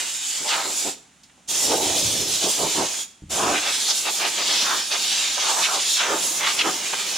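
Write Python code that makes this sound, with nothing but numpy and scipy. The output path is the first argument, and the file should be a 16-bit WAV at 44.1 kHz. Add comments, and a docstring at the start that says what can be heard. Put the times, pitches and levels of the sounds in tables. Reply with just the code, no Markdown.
"""Three long hissing blasts of compressed air blow dry grass off a steel mower deck, a few metres away.
The free jet hisses; whenever it sweeps over a rib or into a corner it roars, and chaff patters on the steel.
Between blasts, boots scuff the grass and thump the deck; near the end, debris knocks on it once.
A shed wall and a tractor return a short echo over the faint rush of a field."""
import sys
import numpy as np
from scipy import signal
from scipy.fft import rfft, irfft, next_fast_len
from scipy.io import wavfile
from scipy.ndimage import uniform_filter1d, map_coordinates

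SR = 44100
rng = np.random.default_rng(int(sys.argv[2]) if len(sys.argv) > 2 else 0)


def dump_mix(stems):
    """Bounce the given channels to the path in sys.argv[1] as a 16-bit WAV at rate SR."""
    frames = np.atleast_2d(stems).T  # one column per channel
    limited = np.clip(frames, -1, 1)  # hard clip at full scale
    pcm = np.round(limited * 32767).astype(np.int16)
    wavfile.write(sys.argv[1], SR, pcm)


N = 316197

# Trigger pulls. Each row: valve opens in seconds, valve shuts in seconds, nozzle sizzle in dB.
TRIGGER_PULLS = [(-.1, .926, 4.5), (1.489, 3.036, 0), (3.306, 7.4, 0)]
# Nozzle aim. Each row: time in seconds, relative level in dB, tilt in dB/octave, plate splash in dB.
AIM = [(0, -27, -4, -4), (.2, -30.5, -1.5, -1.5), (.36, -27, 0, 0), (.45, -30, -2.5, -2.5),
       (.51, -26.5, 0, 2), (.64, -28.5, -1.5, -2.5), (.78, -26.5, 1, 0), (.92, -28.5, -1.5, -1.5),
       (1.5, -23, 3, 0), (1.93, -23.5, 1, -0.5), (2.1, -23.5, 1.5, 2.5), (2.24, -25.5, 0.5, -1),
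       (2.41, -24, 0, 1.5), (2.78, -24, 0.5, -0.5), (2.92, -28.5, -0.5, -2), (3.31, -23.5, 0, -2.5),
       (3.55, -25.5, -2.5, -3.5), (3.88, -23.5, -.5, 3), (4.02, -25.5, 1, -2), (4.14, -26, 3, 1),
       (4.32, -26, -3, -1), (4.52, -22.5, -2.5, 5), (4.79, -25, -4, -0.5), (4.87, -27.5, 1, 1),
       (5.05, -25, -0.5, 3.5), (5.2, -24.5, -3.5, 1), (5.42, -25.5, -3, 3), (5.62, -22.5, -1.5, -2.5),
       (5.78, -25, -2.5, 1.5), (5.94, -23.5, 1.5, 5.5), (6.06, -27.5, -5.5, -2), (6.27, -22.5, 2, -4),
       (6.45, -26, -1, -2), (6.64, -26, -6.5, -5.5), (6.7, -27, -1.5, 1), (6.78, -29, -3, -3),
       (7.16, -26, -3, -1)]
# Jet roaring in a corner or clump; the last row is a short knock of debris on the deck.
# Each row: middle in seconds, length in seconds, low and high band edge in Hz,
# glide to either side of the middle in octaves, relative level in dB.
ROARS_AND_KNOCK = [(0.42, 0.024, 130, 580, 0.24, -42), (0.473, 0.052, 680, 900, 0.16, -33.5),
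                   (0.522, 0.071, 1500, 4200, -0.78, -22), (0.566, .11, 710, 1800, 0.035, -26.5),
                   (0.679, 0.084, 308, 1390, -1, -34), (0.874, .045, 200, 860, 0, -31.5),
                   (1.73, 0.055, 312, 990, 0.012, -23), (1.829, 0.3, 217, 740, .2, -29.5),
                   (2.139, 0.32, 118, 540, -0.027, -35.5), (2.464, .065, 179, 1000, 0.2, -26.5),
                   (2.632, 0.084, 181, 1030, -0.16, -25), (2.807, .085, 192, 1050, 0.034, -23.5),
                   (3.381, 0.18, 131, 1140, -0.064, -34), (3.476, .16, 266, 1350, 0.19, -22.5),
                   (3.567, 0.047, 1650, 3000, .2, -21), (3.901, 0.039, 5030, 6200, -0.34, -19),
                   (4.59, 0.07, 3900, 4770, 0.24, -25), (4.709, 0.098, 920, 1760, -0.012, -24),
                   (4.93, 0.033, 4300, 5060, 0.4, -21.5), (5.386, 0.024, 710, 1230, -0.054, -29),
                   (5.492, .11, 765, 1220, 0, -27), (5.592, .065, 834, 1270, 0.36, -25.5),
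                   (5.647, 0.041, 2050, 3900, -0.11, -21), (5.725, .12, 784, 1250, -0.58, -28),
                   (6.021, 0.079, 830, 3260, -1.1, -21.5), (6.115, .09, 374, 1670, -.3, -23),
                   (6.466, 0.096, 950, 3880, 0.51, -21), (6.606, .03, 2320, 4130, -0.15, -17.5),
                   (6.675, 0.055, 280, 1650, -0.15, -24), (6.938, .013, 263, 3000, -0.033, -24.5)]
# Jet across a rib. Each row: middle in seconds, length in seconds, relative level in dB.
RIB_PASSES = [(3.669, 0.086, -26), (3.904, 0.045, -30), (4.08, 0.047, -22), (4.246, 0.079, -22.5),
              (4.404, .047, -25), (4.519, .08, -27.5), (4.942, 0.059, -25.5)]


def amp(db):
    """Decibels to gain."""
    return 10 ** (np.asarray(db) / 20)


def unit(x):
    """Scale to rms 1."""
    return x / np.sqrt(np.mean(x ** 2) + 1e-20)


def clock():
    """Sample times in seconds."""
    return np.arange(N) / SR


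def along(points, hz):
    """(Hz, value) points read on a log axis."""
    points_hz, values = np.transpose(points)
    return np.interp(np.log(hz + 1), np.log(points_hz), values)


def curves(rows, t):
    """Each column after the time, read at times t."""
    times_s, *columns = np.transpose(rows)
    return [np.interp(t, times_s, column) for column in columns]


def wobble(knots_per_s, t):
    """Smooth random curve."""
    return map_coordinates(rng.standard_normal(2048), [t * knots_per_s], mode="mirror")


def filtered(x, response):
    """Filter x by a function of frequency in Hz."""
    n = x.shape[-1]
    padded = next_fast_len(n + 4096, real=True)
    return irfft(rfft(x, padded) * response(np.fft.rfftfreq(padded, 1 / SR)), padded)[..., :n]


def noise(response, size):
    """Coloured stereo noise of rms 1: near mono in the bass, diffuse in the treble."""
    # Stereo width. Each row: frequency in Hz, side minus mid in dB.
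    width = [(40, -11), (130, -11), (300, -16), (700, -12.5), (1000, -7.5), (1800, -5.5), (2400, -10.5),
             (4000, -15), (5500, -5.5), (7000, -6.5), (8100, 3), (9500, -3), (11300, -1), (13000, -3)]

    def mid_and_side(hz):
        angle = np.arctan(amp(along(width, hz)))
        return response(hz) * np.array([np.cos(angle), np.sin(angle)])
    mid, side = filtered(rng.standard_normal((2, size)), mid_and_side)
    return unit(np.array([mid + side, mid - side]))


def band(hz, low_hz, high_hz):
    """Band-pass gain: soft lower edge, steep upper edge."""
    hz = hz + 1
    return ((1 + (low_hz / hz) ** 5) * (1 + (hz / high_hz) ** 9)) ** -.5


def field_rush(level_db=-56):
    """Faint steady rush of a summer field."""
    # Each row: frequency in Hz, relative density in dB.
    spectrum = [(25, -38), (55, -11.5), (110, -15.5), (180, -7.5), (250, -8), (330, -18), (500, -23),
                (790, -17), (1000, -19), (3000, -19), (5000, -24), (7000, -17.5), (9500, -24), (11000, -35),
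                (15500, -44)]
    return amp(level_db) * noise(lambda hz: amp(along(spectrum, hz)), N)


def yard_echo(x, wet_db=-12, delay_s=.008):
    """Shed wall, tractor and trees scatter a short tail, drawn anew every half second."""
    # Each row: frequency in Hz, t60 in seconds.
    decay = [(100, 0.38), (800, 0.42), (4000, 0.45), (8000, 0.39), (14000, 0.34)]
    hop = SR // 2
    out = np.zeros((2, N + SR))
    for middle in range(0, N + hop, hop):
        span = np.flatnonzero(abs(np.arange(N) - middle) < hop)
        piece = x[:, span] * np.cos(np.pi / 2 * (span - middle) / hop)
        hz, t, bins = signal.stft(noise(np.ones_like, SR * 2 // 5), SR, nperseg=256)
        tail = signal.istft(bins * amp(-60 * t / along(decay, hz)[:, None]), SR, nperseg=256)[1]
        echo = signal.fftconvolve(piece, tail / np.linalg.norm(tail[0]), axes=1)
        out[:, span[0] + round(delay_s * SR):][:, :echo.shape[1]] += echo
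    return amp(wet_db) * out[:, :N]


def boots(gain_db=-3, attack_s=0.0016, scatter_db=2.2):
    """Soft soles thump the plate and scuff through dry grass."""
    # Each row: start in seconds, relative level in dB.
    steps = [(1.484, -48), (3.221, -35), (3.237, -31.5), (3.285, -42)]
    # Plate under a boot. Each row: frequency in Hz, relative level in dB, t60 in seconds.
    plate_modes = [(56, -16, .3), (84, -5, 0.71), (114, -15, .3), (150, 5, 0.073), (187, -7, 0.093),
                   (284, -2.5, 0.099)]
    # Each row: start in seconds, level in dB, band centre in Hz, t60 in seconds.
    scuffs = [(1.233, -44.5, 5200, 0.1), (1.296, -48, 2190, 0.052), (1.376, -53.5, 597, 0.15)]
    out = np.zeros((2, N))
    t = np.arange(SR // 2) / SR
    onset = 1 - np.exp(-t / attack_s)
    for start_s, db in steps:
        ring = sum(amp(mode_db + rng.normal(0, scatter_db) - 60 * t / t60_s) * np.sin(2 * np.pi * hz * t)
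                   for hz, mode_db, t60_s in plate_modes)
        out[:, round(start_s * SR):][:, :len(t)] += amp(db + gain_db) * ring * onset
    for start_s, db, centre_hz, t60_s in scuffs:
        rustle = noise(lambda hz: band(hz, centre_hz / 1.5, centre_hz * 1.5), len(t))
        out[:, round(start_s * SR):][:, :len(t)] += amp(db - 60 * t / t60_s) * rustle * onset
    return out


def deck_ring(x):
    """The steel deck and its pockets lift or cut a few bands."""
    # Each row: centre in Hz, width in Hz, lift in dB.
    resonances = [(80, 12, 1.5), (105, 5.5, 2), (235, 26, -0.5), (306.6, 33, 4.5), (349, 69, 3),
                  (401, 22, 5), (504, 13, 1.5), (594, 27, 2.5), (790, 25, 2.5), (893, 50, 1.5),
                  (1250, 36, 3.5), (1567, 33, 4.5), (1936, 45, -6), (2400, 9.5, 2.5), (3110, 61, 1),
                  (3600, 540, 1.5)]

    def response(hz):
        return 1 + sum((amp(db) - 1) * 1j * hz * width_hz / (mode_hz ** 2 - hz ** 2 + 1j * hz * width_hz)
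                       for mode_hz, width_hz, db in resonances)
    return filtered(x, response)


def chaff(count=2600, median_hz=4800, cycles=5, level_db=-47, scatter_db=3):
    """Bits of dry grass and grit tick against the steel."""
    t = np.arange(256) / SR
    starts = rng.integers(0, N - len(t), (count, 1))
    hz = np.clip(median_hz * np.exp(0.38 * rng.standard_normal((count, 1))), 800, 11000)
    strength = amp(scatter_db * np.minimum(rng.exponential(size=(count, 1)), 4))
    age = t * hz / cycles
    ticks = strength * np.sin(2 * np.pi * hz * t) * age * np.exp(-4 * age)
    samples = starts + np.arange(len(t))
    return amp(level_db) * unit(np.bincount(samples.ravel(), ticks.ravel(), N))


def plate_rumble(gain_db=-26, build_s=0.11, wide_hz=200, fall_db_per_octave=9, flutter_db=3.5):
    """Air dwelling in a wide corner shakes the plate: the longer and lower the roar, the stronger."""
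    t = clock()
    power = np.zeros(N)
    for middle_s, length_s, low_hz, _, _, db in ROARS_AND_KNOCK:
        drive = amp(db - fall_db_per_octave * np.log2(low_hz / wide_hz)) * length_s / build_s
        power += drive ** 2 * np.exp(-(2 * (t - middle_s) / (0.85 * length_s)) ** 2)
    envelope = amp(gain_db + flutter_db * wobble(25, t)) * np.sqrt(power)
    return envelope * noise(lambda hz: band(hz, low_hz=70, high_hz=140), N)


def plate_wash(tilt_coupling=0.33, flutter_db=1.5):
    """The spent jet spreads over the plate in slower, lumpy eddies."""
    # Each row: time in seconds, level relative to the jet in dB.
    share = [(0, -16), (.3, -24.5), (.56, -11.5), (.92, -20.5), (1.5, -20), (1.62, -15), (2.3, -16.5),
             (3.03, -18), (3.4, -17.5), (4.0, -18), (4.45, -14), (4.77, -9.5), (4.87, -22), (5.0, -15.5),
             (5.88, -20.5), (6.1, -10.5), (6.35, -15), (6.65, -10.5), (7.16, -11.5)]
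    # Each row: frequency in Hz, relative density in dB.
    spectrum = [(25, -46), (55, -18), (75, -11.5), (128, -19.5), (170, -0.5), (350, -1), (950, 3.5),
                (1600, -8), (4000, -11)]
    t = clock()
    level_db, tilt, _ = curves(AIM, t)
    share_db, = curves(share, t)
    db = level_db + share_db + tilt_coupling * tilt + flutter_db * wobble(70, t)
    return amp(db) * noise(lambda hz: amp(along(spectrum, hz)), N)


def plate_bounces(x, depth_db=3, long_waves_hz=900):
    """Bounces off plate and ribs add and cancel: hollow colours that drift at random."""
    hz, _, bins = signal.stft(x, SR, nperseg=1024)
    patches = rng.standard_normal(bins.shape[1:])
    for size, axis in [(3, 0), (2, 0), (9, 1), (5, 1)]:  # smooth over frequency, then time
        patches = uniform_filter1d(patches, size=size, axis=axis)
    swing_db = depth_db * hz / (hz + long_waves_hz)  # long waves barely notice small movements
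    gain = unit(amp(swing_db[:, None] * unit(patches)))
    return signal.istft(bins * gain, SR, nperseg=1024)[1][:, :N]


def pocket_response(hz, scatter_db=2):
    """Air across the hollows between ribs rings them, short of a whistle, differently each time."""
    # Each row: centre in Hz, half-width in Hz, mean lift in dB.
    hollows = [(715, 54, 1), (904, 69, 2), (1260, 35, 1.5), (1680, 70, -2.5), (2690, 260, 1),
               (3400, 160, 1)]
    return 1 + sum((amp(db + rng.normal(0, scatter_db)) - 1) / (1 + ((hz - centre_hz) / width_hz) ** 2)
                   for centre_hz, width_hz, db in hollows)


def roar(middle_s, length_s, low_hz, high_hz, glide_octaves, flutter_db=1, fringe_db=-17):
    """Swell of eddies off an edge in the jet; a very short one is a knock. Returns indices, sound."""
    first = max(round((middle_s - 2 * length_s) * SR), 0)
    last = min(round((middle_s + 2 * length_s) * SR), N)
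    span = np.arange(first, last)
    t = span / SR
    offset = 2 * (t - middle_s) / length_s
    core = np.exp(-.5 * abs(offset) ** 3.4)
    fringe = amp(fringe_db) * np.exp(-.5 * (offset / 1.87) ** 2)  # touches earlier, leaves later
    # Eddy speed changes with distance to the edge.
    travel = np.cumsum(2 ** (glide_octaves * np.clip(offset / 2, -1, 1)))
    eddies = noise(lambda hz: band(hz, low_hz, high_hz) * pocket_response(hz), int(travel[-1]) + 2)
    gliding = np.array([map_coordinates(channel, [travel]) for channel in eddies])
    return span, amp(flutter_db * wobble(110, t)) * np.maximum(core, fringe) * gliding


def roars_and_knock(gain_db=-1, rib_band_hz=(516, 4640)):
    """Corners roar high near the nozzle, low in slow air; thin ribs roar broadly; debris knocks once."""
    out = np.zeros((2, N))
    for middle_s, length_s, low_hz, high_hz, glide_octaves, db in ROARS_AND_KNOCK:
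        span, sound = roar(middle_s, length_s, low_hz, high_hz, glide_octaves)
        out[:, span] += amp(db + gain_db) * sound
    for middle_s, length_s, db in RIB_PASSES:
        span, sound = roar(middle_s, length_s, *rib_band_hz, glide_octaves=0)
        out[:, span] += amp(db + gain_db) * sound
    return out


def hiss_dip_db(rib_db=-3, other_db=-0.5):
    """An edge in the jet takes away some hiss; it also dips at the knock."""
    t = clock()

    def cover(events):
        return sum(np.exp(-np.minimum((2 * (t - middle_s) / length_s) ** 2, 20))
                   for middle_s, length_s, *_ in events)
    return rib_db * cover(RIB_PASSES) + other_db * cover(ROARS_AND_KNOCK)


def valve(opening_s=0.035, closing_s=0.085):
    """Air flow, 0 to 1, as the trigger is squeezed and released."""
    t = clock()
    ramp = lambda u: np.sin(np.pi / 2 * np.clip(u + .5, 0, 1)) ** 2
    return sum(ramp((t - on_s) / opening_s) * ramp((off_s - t) / closing_s)
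               for on_s, off_s, _ in TRIGGER_PULLS)


def jet_hiss(gain_db=0.59, pivot_hz=6000, sizzle_hz=7600, splash_hz=4000,
             flutter_db=1, tremor_db=.5, tremor_db_per_octave=0.95):
    """Fine nozzle turbulence: coloured by the aim, trembling with the hand, dipping behind edges."""
    # Each row: frequency in Hz, relative density in dB.
    spectrum = [(150, -31), (400, -32), (800, -18), (1500, -12.5), (2400, -5), (3400, -1), (4600, -1.5),
                (6000, 0.6), (7100, 2), (8400, -2.5), (9900, -5), (11400, -16.5), (13000, -12),
                (15800, -27.5)]
    hz, t, bins = signal.stft(noise(lambda hz: amp(along(spectrum, hz)), N), SR, nperseg=512)
    level_db, tilt, splash_db = curves(AIM, t)
    sizzle_db, = curves([(s, db) for on_s, off_s, db in TRIGGER_PULLS for s in (on_s, off_s)], t)
    octaves = np.clip(np.log2((hz + 1) / pivot_hz), -1.5, 2)[:, None]

    def peak(centre_hz, width_octaves):
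        return np.exp(-(np.log2((hz + 1) / centre_hz) / width_octaves) ** 2)[:, None]
    colour_db = (tilt + tremor_db_per_octave * wobble(18, t)) * octaves
    colour_db += sizzle_db * peak(sizzle_hz, 0.17) + splash_db * peak(splash_hz, 0.56)
    shake_db = flutter_db * wobble(32, t) + tremor_db * wobble(13, t)
    bins = bins * amp(gain_db + level_db + colour_db + shake_db)
    return amp(hiss_dip_db()) * signal.istft(bins, SR, nperseg=512)[1][:, :N]


def scene():
    """The valve gates all air-driven sound; boots, echo and field are added."""
    jet = plate_bounces(jet_hiss() + roars_and_knock())
    air = valve() * (jet + plate_rumble() + plate_wash() + chaff())
    near = deck_ring(air) + boots()
    return near + yard_echo(near) + field_rush()


def record(dry, top_hz=15800):
    """Two microphone ports of unequal colour, then a hard band limit."""
    # Each row: frequency in Hz, left minus right in dB.
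    balance = [(100, 0.1), (500, -1.5), (870, -3.5), (1050, -1), (1280, -1.5), (1750, 0.5), (2300, -.8),
               (4800, -0.3), (7000, -3.5), (8100, -1.5), (9900, -3.5), (11700, 2), (15000, 1.3)]
    ports = filtered(dry, lambda hz: amp(along(balance, hz) * np.array([[.5], [-.5]])))
    return filtered(ports, lambda hz: hz < top_hz)


dry = scene()
out = record(dry)
dump_mix(out)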